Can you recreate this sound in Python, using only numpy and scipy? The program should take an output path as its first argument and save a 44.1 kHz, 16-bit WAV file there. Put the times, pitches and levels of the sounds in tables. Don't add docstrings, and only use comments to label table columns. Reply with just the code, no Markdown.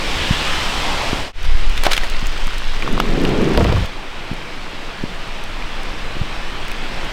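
import sys
import numpy as np
from scipy import signal
from scipy.fft import rfft, irfft, next_fast_len
from scipy.io import wavfile
from scipy.ndimage import uniform_filter1d, map_coordinates

SR = 44100
rng = np.random.default_rng(int(sys.argv[2]) if len(sys.argv) > 2 else 0)


def waveform_to_disk(signal):
    frames = np.transpose(np.atleast_2d(signal))
    scaled = np.clip(frames, -1, 1) * 32767
    samples = np.round(scaled).astype(np.int16)
    wavfile.write(sys.argv[1], SR, samples)


N = 313992


def amp(db):
    return 10 ** (np.asarray(db) / 20)


def unit(x):
    return x / np.sqrt(np.mean(x ** 2) + 1e-20)


def clock():
    return np.arange(N) / SR


def envelope(shape, t):
    return np.interp(t, np.cumsum(shape), [0, 1, 1, 0])


def wobble(rate):
    return map_coordinates(rng.standard_normal(int(N * rate / SR) + 4), [clock() * rate])


def filtered(x, response):
    m = next_fast_len(N + SR // 2)
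    return irfft(rfft(x, m) * response(np.fft.rfftfreq(m, 1 / SR)), m)[:N]


def coloured(x, points):
    f, db = np.transpose(points)
    return filtered(x, lambda hz: amp(np.interp(np.log(hz + 1), np.log(f + 1), db)))


def noise(points):
    return unit(coloured(rng.standard_normal(N), points))


def patter(points, rate, spread_db):
    sizes = amp(spread_db * rng.standard_normal(N)) * rng.standard_normal(N)
    return unit(coloured(sizes * (rng.random(N) < rate / SR), points))


def patchy(x, depth_db):
    z = signal.stft(x, nperseg=1024)[2]
    field = uniform_filter1d(rng.standard_normal(z.shape), size=6, axis=0)
    field = uniform_filter1d(field, size=8, axis=1)
    return unit(signal.istft(z * amp(depth_db * unit(field)), nperseg=1024)[1][:N])


def ring(modes, t):
    scatter = rng.standard_normal(len(modes))
    return sum(amp(db + d) * np.exp(-np.log(1000) * t / t60) * np.sin(2 * np.pi * hz * t)
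               for (hz, db, t60), d in zip(modes, scatter))


def add(track, s, sound):
    start = max(round(s * SR), 0)
    track[start:start + len(sound)] += sound[:max(N - start, 0)]


def rain():
    # f/Hz, level/dB
    bodywork_spectrum = [(40, 3), (100, -1), (220, -0.5), (400, -2.5), (700, -3), (1050, -3), (1600, -7),
                         (2600, -9.5), (6000, -51)]
    tarmac_spectrum = [(300, -29), (1000, -7.5), (1700, -2.5), (2400, -0.5), (3200, -.5), (4200, -6),
                       (5200, -10), (6500, -19), (9000, -35), (15000, -47)]
    spray_spectrum = [(2000, -40), (5000, -0.5), (7000, -1), (8000, 1), (10000, -8), (12500, -10.5),
                      (15500, -17)]
    # start t/s, drumming/dB, splash/dB, spray/dB, level drift/(dB/s)
    stretches = [(0, -24.5, -24, -37, -0.78), (1.325, -32, -30.5, -47.5, -0.76),
                 (3.87, -33.5, -36.5, -53, 1.19)]
    t, rows = clock(), np.array(stretches)
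    stretch = np.searchsorted(rows[1:, 0], t)
    start_s, drum_db, splash_db, spray_db, drift_db_per_s = rows[stretch].T
    near_van = stretch == 0
    swish_db = -7.5 * (t - 0.62) ** 2 * near_van
    heard_level = amp(drift_db_per_s * (t - start_s) + 0.29 * wobble(5.5))
    drumming = patchy(patter(bodywork_spectrum, rate=14000, spread_db=2.5), depth_db=0.87)
    splash = patchy(patter(tarmac_spectrum, rate=30000, spread_db=1.5), depth_db=1.24)
    spray = patter(spray_spectrum, rate=32000, spread_db=3.5)
    hiss = amp(splash_db) * splash + amp(spray_db) * spray
    downpour = heard_level * (amp(drum_db) * drumming + amp(swish_db) * hiss)
    return np.where(near_van, beside_van(downpour), downpour)


def beside_van(x):
    # f/Hz, gain/dB
    van_colour = [(60, 5.5), (150, -0.5), (380, -0.5), (600, -1), (1000, -1.5), (1400, -1.5), (1900, -0.5),
                  (2600, 0), (3400, 0.5), (5500, 2.2), (8000, 0), (15000, -1.5)]
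    hz, t, z = signal.stft(coloured(x, van_colour), SR, nperseg=1024)

    def band(centre_hz, width_oct):
        return np.exp(-(np.log2((hz[:, None] + 1) / centre_hz) / width_oct) ** 2)

    hollow_hz = 1250 * 2 ** (-0.58 * t)
    hollow_db = 6.5 * envelope((0.1, 0.77, 0.17, 0.41), t) * band(hollow_hz, width_oct=0.56)
    bright_db = 2 * envelope((0, 0.15, 0.3, 0.22), t) * band(3250, width_oct=0.3)
    return signal.istft(z * amp(hollow_db + bright_db), SR, nperseg=1024)[1][:N]


def door():
    # f/Hz, level/dB
    roller_spectrum = [(60, -32), (130, -2), (200, 2.5), (290, -2), (410, -2.5), (650, -13), (1200, -21),
                       (2500, -28), (5000, -43), (12000, -76)]
    shudder_spectrum = [(15, -18), (38, 4.5), (70, 4), (130, -2.5), (200, -11.5), (500, -70)]
    # t/s, level/dB
    slams = [(3.576, -7), (3.607, -13), (3.65, -14.5), (3.724, -17)]
    # f/Hz, level/dB, t60/s
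    panel_modes = [(66, -12, 0.23), (118, -7, 0.12), (203, -20, 0.16), (340, -2.5, 0.041), (480, 6, 0.04),
                   (593, -3, 0.094), (677, -8, 0.12), (948, -6.5, 0.053), (1115, -10, 0.043)]
    pull_s, latch_s, rest_s, stop_s, brake_db_per_s = 2.763, 3.498, 3.88, 0.04, 60
    t = clock()
    speed = np.clip((t - pull_s) / (latch_s - pull_s), 0, 1)
    braking = amp(-brake_db_per_s * np.maximum(t - latch_s, 0))
    drive = speed ** 0.89 * braking * np.clip((rest_s - t) / stop_s, 0, 1)
    roll_db = -14.8 + 1.6 * wobble(22)
    rumble = patchy(patter(roller_spectrum, rate=9000, spread_db=2), depth_db=1.5)
    seating = amp(-15) * envelope((3.52, 0.099, 0.16, 0.091), t)
    shudder = (amp(-30) * drive + seating) * noise(shudder_spectrum)
    sound = amp(roll_db) * drive * rumble + shudder
    age_s = np.arange(SR // 3) / SR
    for s, db in slams:
        add(sound, s, amp(db) * ring(panel_modes, age_s))
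    return sound


def knocks(crack_decay_s=0.0022):
    # t/s, crack/dB, ring/dB, ring f/Hz
    contacts = [(1.777, -25, -17, 3660), (1.866, -3.5, -1.5, 636), (1.915, -22, -13, 2970),
                (1.978, -10.5, -10, 2430), (2.035, -16, -11, 1850), (2.824, -22, -11.5, 2380),
                (2.877, -33, -8.5, 1140), (2.978, -31, -10.5, 1130), (3.001, -3.5, -1, 1310),
                (3.251, -13, -11, 2820), (3.575, -6.5, -13, 3180), (3.644, -14, -16, 1930),
                (3.725, -17, -7, 690)]
    # ratio to ring f, level/dB, t60/s
    steel_modes = [(.8, -18, .008), (1, 1.5, .012), (1.3, -25, 0.01), (1.85, -18, .007)]
    # f/Hz, gain/dB
    crack_colour = [(150, -22), (900, 7), (2500, 4.5), (4500, 0.5), (6500, -10), (9500, -20), (12800, -14),
                    (15500, -28)]
    cracks, rings = np.zeros(N), np.zeros(N)
    t = np.arange(SR // 10) / SR
    for s, crack_db, ring_db, hz in contacts:
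        add(cracks, s, amp(crack_db) * rng.standard_normal(len(t)) * np.exp(-t / crack_decay_s))
        modes = [(hz * ratio, db, t60) for ratio, db, t60 in steel_modes]
        add(rings, s, amp(ring_db) * ring(modes, t))
    return rings + coloured(cracks, crack_colour)


def scuffs():
    # peak t/s, level/dB, rise/s, fall/s, body re grit/dB
    strokes = [(1.451, -23.5, .004, 0.0049, -10), (1.778, -24, .007, 0.0054, -20),
               (1.836, -20, .0012, .006, -4), (1.857, -16.5, 0.0064, .0055, -2.5),
               (1.869, -13, .0019, 0.0014, 5), (1.878, -41, .005, 0.028, 18),
               (1.919, -14.5, 0.0058, .007, -6), (1.934, -16.5, .004, 0.013, -20),
               (1.967, -18, 0.00089, .0034, -22), (1.979, -17, .0022, 0.0034, -10),
               (2.041, -28, 0.0015, 0.02, 0), (3.55, -33, .008, .005, 12.5),
               (3.611, -32, 0.0035, 0.0083, 15), (3.69, -40, 0.009, 0.024, 20),
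               (3.762, -36, .004, 0.028, 11), (3.85, -38.5, 0.032, .008, 7)]
    # f/Hz, level/dB
    grit_spectrum = [(300, -20), (1000, -7.5), (1800, -0.5), (3200, 1), (5000, -6.5), (7000, -14),
                     (11000, -19), (15500, -27)]
    body_spectrum = [(100, -24), (220, -19), (380, -2), (600, 1), (1100, -0.5), (2000, -9), (3500, -17.5),
                     (7000, -55)]
    grit, body = np.zeros(N), np.zeros(N)
    for s, db, rise_s, fall_s, body_db in strokes:
        t = clock() - s
        stroke = amp(db) * np.exp(-np.maximum(-t / rise_s, t / fall_s))
        grit += stroke
        body += amp(body_db) * stroke
    return grit * patter(grit_spectrum, rate=4100, spread_db=-0.5) + body * noise(body_spectrum)


def camera_drops(impact_decay_s=0.0005, spray_decay_s=0.0057, spray_db=-19):
    # t/s, peak/dB, f/Hz
    case_hits = [(.311, -4.5, 114), (1.132, -8.5, 210), (2.229, -19.5, 125), (2.47, -21.5, 120),
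                 (4.316, -13.5, 137), (4.332, -18.5, 230), (5.0395, -10.5, 199), (6.169, -18, 187),
                 (6.217, -10.5, 87)]
    # t/s, level/dB
    splashes = [(1.4301, -24), (1.6965, -24), (1.8367, -13), (2.0997, -19), (2.2693, -16.5), (2.4708, -21),
                (2.583, -24), (2.9272, -27), (3.1074, -32), (3.2174, -26), (3.2924, -28), (3.8586, -23),
                (4.339, -33), (5.0304, -34), (5.439, -28), (5.8331, -29), (6.6827, -23), (6.7164, -23),
                (7.0474, -30)]
    # f/Hz, gain/dB
    tick_colour = [(800, -25), (2500, -6), (6000, 5), (9000, -1.5), (12500, -2.5), (15500, -7)]
    thumps, ticks = np.zeros(N), np.zeros(N)
    for s, db, hz in case_hits:
        phase = np.clip(2 * np.pi * hz * (clock() - s), -20, 20)
        thumps -= amp(db) * phase * np.exp((1 - phase ** 2) / 2)
    t = np.arange(SR // 50) / SR
    decay = np.exp(-t / impact_decay_s) + amp(spray_db) * np.exp(-t / spray_decay_s)
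    for s, db in splashes:
        add(ticks, s, amp(db) * rng.standard_normal(len(t)) * decay)
    return thumps + coloured(ticks, tick_colour)


def drips(count=2200, low_hz=1000, high_hz=7000, open_db=-51.5, roof_edge_db=-36.5):
    when, pitch, life, size = rng.random((count, 4)).T[:, :, None]
    hz = low_hz * (high_hz / low_hz) ** pitch
    t = np.arange(SR // 100) / SR
    cycles = hz * t
    decay_cycles = 0.6 + 1.7 * life ** 2
    splats = amp(10 * size ** 2) * np.sin(2 * np.pi * cycles) * np.exp(-cycles / decay_cycles)
    samples = (when * N).astype(int) + np.arange(len(t))
    nearness = amp(open_db) + amp(roof_edge_db) * envelope((1.33, 0.82, 1.6, 0.11), clock())
    return nearness * unit(np.bincount(samples.ravel(), splats.ravel(), N)[:N])


def plinks(t60_s=0.022):
    # t/s, level/dB, f/Hz
    puddle_drops = [(5.6236, -20, 2390), (6.6824, -24, 2030), (6.7154, -22, 2550)]
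    sound, t = np.zeros(N), np.arange(SR // 10) / SR
    for s, db, hz in puddle_drops:
        add(sound, s, ring([(hz, db, t60_s)], t))
    return sound


def jacket(level_db=-50.5, clump_db=5):
    # f/Hz, level/dB
    snap_spectrum = [(1000, -25), (3000, 0), (5500, 8), (8000, 4), (10000, -9), (12500, -7), (15500, -13)]
    clumps = amp(clump_db * wobble(45))
    snaps = patchy(patter(snap_spectrum, rate=450, spread_db=1.0), depth_db=3.5)
    return amp(level_db) * envelope((1.38, 0.05, 2.42, 0.047), clock()) * unit(clumps * snaps)


def sway(limit=0.7):
    # f/Hz, level/dB
    pressure_spectrum = [(2, -6.5), (8, -5), (13, 3.5), (22, -0.5), (32, -15.5), (50, -25), (90, -32.5),
                         (200, -53), (600, -100)]
    t = clock()
    swell = noise(pressure_spectrum)
    local_power = np.abs(uniform_filter1d(swell ** 2, size=SR // 6))
    even_swell = swell / np.sqrt(local_power + 0.055)
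    carrying = amp(-13.5) * envelope((1.24, 0.088, 1.73, 0.63), t)
    step_lurch = amp(-4) * envelope((1.414, 0.07, 0.06, 0.27), t)
    recovery_db = -5.5 * envelope((3.72, 0.15, 0.81, 1.2), t)
    pressure = np.hypot(amp(-21 + recovery_db), carrying + step_lurch) * even_swell
    return limit * np.tanh(pressure / limit)


def scene():
    water = rain() + drips() + plinks() + camera_drops()
    return (water + scuffs() + jacket() + knocks() + door() + sway())[None]


def record(dry):
    dip_s, dip_db, fade_out_s, fade_in_s = 1.325, -52, 0.095, 0.12
    ceiling, top_hz = 0.75, 15950
    t = clock() - dip_s
    faded = dry[0] * np.tanh(amp(dip_db) + np.maximum(-t / fade_out_s, t / fade_in_s))
    clipped = faded / (1 + np.abs(faded / ceiling) ** 8) ** (1 / 8)
    return filtered(clipped, lambda hz: hz < top_hz)[None]


dry = scene()
out = record(dry)
waveform_to_disk(out)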